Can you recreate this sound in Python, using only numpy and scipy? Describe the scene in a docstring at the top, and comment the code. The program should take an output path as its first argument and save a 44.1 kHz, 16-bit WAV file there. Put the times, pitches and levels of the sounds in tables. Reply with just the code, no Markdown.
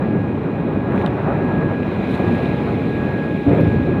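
"""On the deck of a ship pushing through broken ice. From the start the machinery rumbles, a blower
whines at multiples of its blade frequency, wind gusts past, and crushed ice and water hiss along
the hull. From about 0.9 s ice cracks in sharp, quickly damped rings, and two brief splashes pass.
Near 3.5 s a floe thuds against the steel, exciting the modes of the plates, and bumps along it;
one thin tick sounds among the blows."""
import sys
import numpy as np
from scipy import signal
from scipy.fft import rfft, irfft, next_fast_len
from scipy.io import wavfile
from scipy.ndimage import uniform_filter1d, map_coordinates

SR = 44100
rng = np.random.default_rng(int(sys.argv[2]) if len(sys.argv) > 2 else 0)


def master_out(mix):
    """Clip the mix to full scale and print it as 16-bit PCM to the path in sys.argv[1]."""
    frames = np.transpose(np.atleast_2d(mix))
    ceiling = np.clip(frames, -1, 1)
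    pcm = np.round(ceiling * 32767).astype(np.int16)
    wavfile.write(sys.argv[1], SR, pcm)


N = 176400

# Strength of the machinery's rumble: time_s, relative_db
RUMBLE_ENVELOPE = [(0, -18.5), (.26, -19.5), (.32, -21), (.55, -20.5), (.66, -18), (.85, -21), (.96, -16.5),
                   (1.08, -20), (1.22, -20), (1.29, -18.5), (1.44, -18.5), (1.55, -17.8), (1.8, -20.5),
                   (2.05, -19.5), (2.28, -17), (2.6, -20), (3.1, -18.5), (3.42, -22), (4, -18)]
# Spectral density of the rumble: frequency_hz, relative_db
RUMBLE_SPECTRUM = [(12, -52.5), (20, -39.5), (30, -35), (48, -19.5), (62, -11), (78, -9), (100, -2.5),
                   (120, -1), (200, .5), (300, -2.5), (420, -6.5), (600, -15), (900, -23), (1500, -32),
                   (2400, -38), (4000, -59), (6000, -93.5)]
# Steady machine tones: pitch_hz, level_db
MACHINE_TONES = [(285.3, -36), (571, -40.5), (1881.7, -56.5), (2393.6, -61), (2678.4, -63.5), (2792.5, -65),
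                 (2849.5, -65.5)]
# The blower's blade tone: time_s, level_db
BLADE_ENVELOPE = [(0, -43.5), (1.9, -49), (2.3, -37.5), (3, -41), (4, -43)]
# Its second harmonic, the whine: time_s, level_db
WHINE_ENVELOPE = [(0, -43.5), (.21, -41.5), (.42, -51), (1.02, -39.5), (1.22, -53.5), (1.52, -35),
                  (1.72, -37), (1.96, -44.5), (2.36, -35.5), (2.58, -42), (2.73, -49), (2.93, -37.5),
                  (3.23, -35), (3.49, -42.5), (3.71, -35.5), (4, -39.5)]
# Its upper harmonics: harmonic_number, initial_level_db
UPPER_HARMONICS = [(3, -52.5), (4, -70.5)]
# Strength of the gusts: time_s, relative_db
GUST_ENVELOPE = [(0, -36.5), (.18, -41.5), (.48, -40), (.82, -38), (.93, -31.5), (1.22, -33), (1.32, -28.5),
                 (1.41, -34.5), (1.7, -34), (1.81, -41), (1.92, -34), (2.06, -38.5), (2.28, -33),
                 (2.48, -38), (2.65, -36.5), (2.72, -33.5), (2.79, -43), (3.15, -37), (3.42, -49),
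                 (3.55, -30.5), (3.72, -40.5), (4, -36.5)]
# Spectral density of the wind: frequency_hz, relative_db
WIND_SPECTRUM = [(150, -20.5), (400, -2.5), (650, 2.5), (900, -1.5), (1300, -7), (1800, -12.5),
                 (2500, -24.5), (3200, -36.5), (4500, -53), (7000, -66)]
# Strength of the slush along the hull: time_s, relative_db
SLUSH_ENVELOPE = [(0, -56.5), (.75, -56.5), (.98, -55.5), (1.2, -54), (1.8, -53), (2.12, -47.5),
                  (2.47, -47), (2.75, -49.5), (3.3, -50.5), (3.64, -48.5), (4, -53.5)]
# Spectral density of the slush: frequency_hz, relative_db
SLUSH_SPECTRUM = [(800, -5.5), (1600, -7.5), (2000, 2), (2400, 6.5), (2850, -5), (3400, -6.5), (3950, -5),
                  (4150, -9), (4450, -19.5), (5000, -22), (5600, -26.5), (8000, -30.5), (11000, -33),
                  (12000, -30), (15000, -39.5)]
# Cracks of ice: start_s, ring_relative_db, reference_pitch_hz, snap_level_db
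ICE_CRACKS = [(.9213, -24, 2060, -46), (.9605, -30, 2300, -46.5), (.9782, -20, 2500, -59),
              (1.0148, -21.5, 2350, -58), (1.0622, -20, 3960, -38), (1.076, -31, 3700, -47),
              (1.4502, -43, 2320, -47), (1.832, -25, 2750, -66), (2.349, -39, 3300, -47),
              (2.457, -26.5, 3860, -48)]
# Modes of the cracking ice: ratio_to_reference_pitch, relative_db, t60_s
ICE_MODES = [(0.92, 4, 0.008), (0.787, 2.5, 0.0062), (0.76, -3.5, 0.0064)]
# Spectral density of a crack's snap: frequency_hz, relative_db
SNAP_SPECTRUM = [(1500, -23), (3500, -1.5), (5500, -9.5), (7500, -2), (9500, -0.5), (12000, -4),
                 (15000, -13)]
# Splashes and spills of crushed ice: peak_s, half_width_s (to 1/e), level_db
SPLASH_SWELLS = [(1.007, 0.086, -53.5), (2.129, .045, -47)]
# Spectral density of a splash: frequency_hz, relative_db
SPLASH_SPECTRUM = [(1500, -9.5), (3000, 1.5), (4000, 6), (4600, -15.5), (6000, -16.5), (9000, -18.5),
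                   (12000, -18), (15000, -27)]
# Blows of the floe: start_s, level_db, tilt_db_per_octave, attack_s
FLOE_BLOWS = [(3.463, -11, -4, 0.004), (3.506, -11.5, 3, 0.0062), (3.549, -13, -1.5, 0.0038),
              (3.587, -13, 1, 0.004), (3.631, -10.5, -6.5, 0.0032), (3.681, -13.5, -4, .005),
              (3.725, -11.5, -7.5, 0.019), (3.865, -11.5, -4, 0.0065)]
# Spectral density of a blow before its tilt: frequency_hz, relative_db
BLOW_SPECTRUM = [(10, -77), (25, -45), (40, -26), (60, -18), (85, -5), (150, 2), (230, -3.5), (300, -2),
                 (360, -4), (450, -4), (580, -8), (660, -29), (1200, -42), (2400, -36), (2900, -58.5),
                 (5000, -85)]
# Modes of the hull plates: pitch_hz, relative_db, t60_s
PLATE_MODES = [(284.6, 8, 0.27), (130, -26.5, 0.28), (81, -7, 0.57), (433, -13.5, 0.44), (562, -14, 0.79),
               (689, -15.5, 1)]
# Spectral density of the tick: frequency_hz, relative_db
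TICK_SPECTRUM = [(2500, -23), (4000, 4.5), (6000, -15), (11000, -17.5), (12200, 0), (13200, -7.5),
                 (15000, -12)]

SHARP_ATTACK_S = 0.0006
TIME_S = np.arange(N) / SR


def amp(db):
    """Amplitude ratio: a factor of ten for every 20 dB."""
    return 10 ** (np.asarray(db) / 20)


def unit(x):
    """Normalisation to an rms of 1."""
    return x / np.sqrt(np.mean(x ** 2) + 1e-20)


def contour_db(envelope):
    """Linear interpolation of a level, one value per sample."""
    return np.interp(TIME_S, *np.transpose(envelope))


def wobble(rate):
    """Random modulation: a spline through rate Gaussian knots a second."""
    knots = rng.standard_normal(int(4 * rate + N / SR * rate) + 4)
    return map_coordinates(knots, [TIME_S * rate + 1])


def filtered(x, response):
    """Linear filtering: the spectrum of x times a frequency response."""
    size = next_fast_len(N + 8192)
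    return irfft(rfft(x, size) * response(np.fft.rfftfreq(size, 1 / SR)), size)[:N]


def coloured(x, spectrum, tilt_db=0):
    """Spectral shaping of x, with a tilt per octave, at rms 1."""
    knot_hz, knot_db = np.transpose(spectrum)
    tilted_db = knot_db + tilt_db * np.log2(knot_hz)
    return unit(filtered(x, lambda hz: amp(np.interp(np.log(hz + 1), np.log(knot_hz), tilted_db))))


def rush(spectrum, patchy_db):
    """Coloured noise, modulated in random patches of frequency and time."""
    bins = signal.stft(rng.standard_normal(N), nperseg=512)[2]
    patches = uniform_filter1d(rng.standard_normal(bins.shape), size=6, axis=0)
    patches = uniform_filter1d(patches, size=9, axis=1)
    noise = signal.istft(bins * amp(patchy_db * unit(patches)), nperseg=512)[1][:N]
    return coloured(noise, spectrum)


def struck(t, attack_s, t60_s):
    """Exponential damping: a rise from t = 0 under a decay of 60 dB in t60_s."""
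    t = np.maximum(t, 0)
    return (1 - np.exp(-t / attack_s)) * np.exp(-np.log(1000) * t / t60_s)


def tone(hz):
    """A sinusoid of rms 1 whose phase is the integral of its frequency."""
    return np.sqrt(2) * np.sin(2 * np.pi * (np.cumsum(hz) / SR + rng.random()))


def machinery(rumble_gain_db=0.25):
    """Structure-borne sound: a deep rumble through the deck, with faint wavering tones."""
    rumble = amp(contour_db(RUMBLE_ENVELOPE) + rumble_gain_db) * rush(RUMBLE_SPECTRUM, patchy_db=0.7)
    hum = sum(amp(db + 1.6 * wobble(3.4)) * tone(hz + 0.69 * wobble(8)) for hz, db in MACHINE_TONES)
    return rumble + hum


def blower(blade_hz=826.4, upper_rise_db_per_s=1.23):
    """Periodic blade passage gives a harmonic series; the second harmonic fades in and out."""
    pitch_hz = blade_hz + 0.17 * wobble(6.87)
    blade = amp(contour_db(BLADE_ENVELOPE) + 2 * wobble(9.7)) * tone(pitch_hz + 4.5 * wobble(30))
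    whine = amp(contour_db(WHINE_ENVELOPE) + 0.21 * wobble(16)) * tone(2 * pitch_hz)
    upper = sum(amp(db + upper_rise_db_per_s * TIME_S + 0.92 * wobble(8.3)) * tone(harmonic * pitch_hz)
                for harmonic, db in UPPER_HARMONICS)
    return blade + whine + upper


def wind(gain_db=5):
    """Turbulent flow noise: a mid-range rush that swells in gusts and flutters quickly."""
    level_db = contour_db(GUST_ENVELOPE) + gain_db + 1.4 * wobble(40)
    return amp(level_db) * rush(WIND_SPECTRUM, patchy_db=1.63)


def slush(gain_db=8.5, grains_per_s=360, crackle_db=-13.5, spread_db=2):
    """Crushed ice and water along the hull: hiss plus a Poisson process of tiny impulses."""
    grains = (rng.random(N) < grains_per_s / SR) * rng.standard_normal(N)
    grains *= amp(spread_db * np.minimum(rng.exponential(size=N), 4))
    hiss = rush(SLUSH_SPECTRUM, patchy_db=1.3)
    crackle = amp(crackle_db) * coloured(grains, SLUSH_SPECTRUM, tilt_db=2.5)
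    return amp(contour_db(SLUSH_ENVELOPE) + gain_db) * (hiss + crackle)


def cracks():
    """Brittle fracture: each crack excites heavily damped modes and a bright snap of noise."""
    t = np.arange(SR // 20) / SR
    hiss = coloured(rng.standard_normal(N), SNAP_SPECTRUM)
    out = np.zeros(N)
    for start_s, ring_db, pitch_hz, snap_db in ICE_CRACKS:
        onset = round(start_s * SR)
        span = slice(onset, onset + len(t))
        ring = sum(amp(db) * struck(t, SHARP_ATTACK_S, t60_s) * np.sin(2 * np.pi * ratio * pitch_hz * t)
                   for ratio, db, t60_s in ICE_MODES)
        snap = struck(t, SHARP_ATTACK_S, t60_s=0.007) * hiss[span]
        out[span] += amp(ring_db) * ring + amp(snap_db) * snap
    return out


def splashes():
    """Amplitude-modulated noise: spilling ice is a bright, flickering hiss under Gaussian swells."""
    swell = sum(amp(db) * np.exp(-((TIME_S - peak_s) / half_width_s) ** 2)
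                for peak_s, half_width_s, db in SPLASH_SWELLS)
    return swell * amp(3.0 * wobble(150)) * rush(SPLASH_SPECTRUM, patchy_db=1.5)


def floe(ring_gain_db=-11, ring_attack_s=0.0098):
    """Impact excitation: dull blows on the hull, the first setting the plates in free vibration."""
    blows = np.zeros(N)
    for start_s, db, tilt_db, attack_s in FLOE_BLOWS:
        noise = coloured(rng.standard_normal(N), BLOW_SPECTRUM, tilt_db)
        blows += amp(db) * struck(TIME_S - start_s, attack_s, t60_s=0.41) * noise
    since_first_s = TIME_S - FLOE_BLOWS[0][0]
    ring = sum(amp(db) * struck(since_first_s, ring_attack_s, t60_s) * np.sin(2 * np.pi * hz * since_first_s)
               for hz, db, t60_s in PLATE_MODES)
    return blows + amp(ring_gain_db) * ring


def tick(start_s=3.606, level_db=-45.5):
    """A damped noise transient: one thin, high tick during the bumping."""
    envelope = struck(TIME_S - start_s, SHARP_ATTACK_S, t60_s=0.035)
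    return amp(level_db) * envelope * coloured(rng.standard_normal(N), TICK_SPECTRUM)


def scene():
    """Superposition: the pressures of all sources add at the ship's rail."""
    return (machinery() + blower() + wind() + slush() + cracks() + splashes() + floe() + tick())[None]


def record(dry, ceiling=0.9, cutoff_hz=15500):
    """Soft saturation rounds the highest peaks; a low-pass filter then limits the band."""
    rounded = dry[0] / (1 + np.abs(dry[0] / ceiling) ** 8) ** (1 / 8)
    return filtered(rounded, lambda hz: hz < cutoff_hz)[None]


dry = scene()
out = record(dry)
master_out(out)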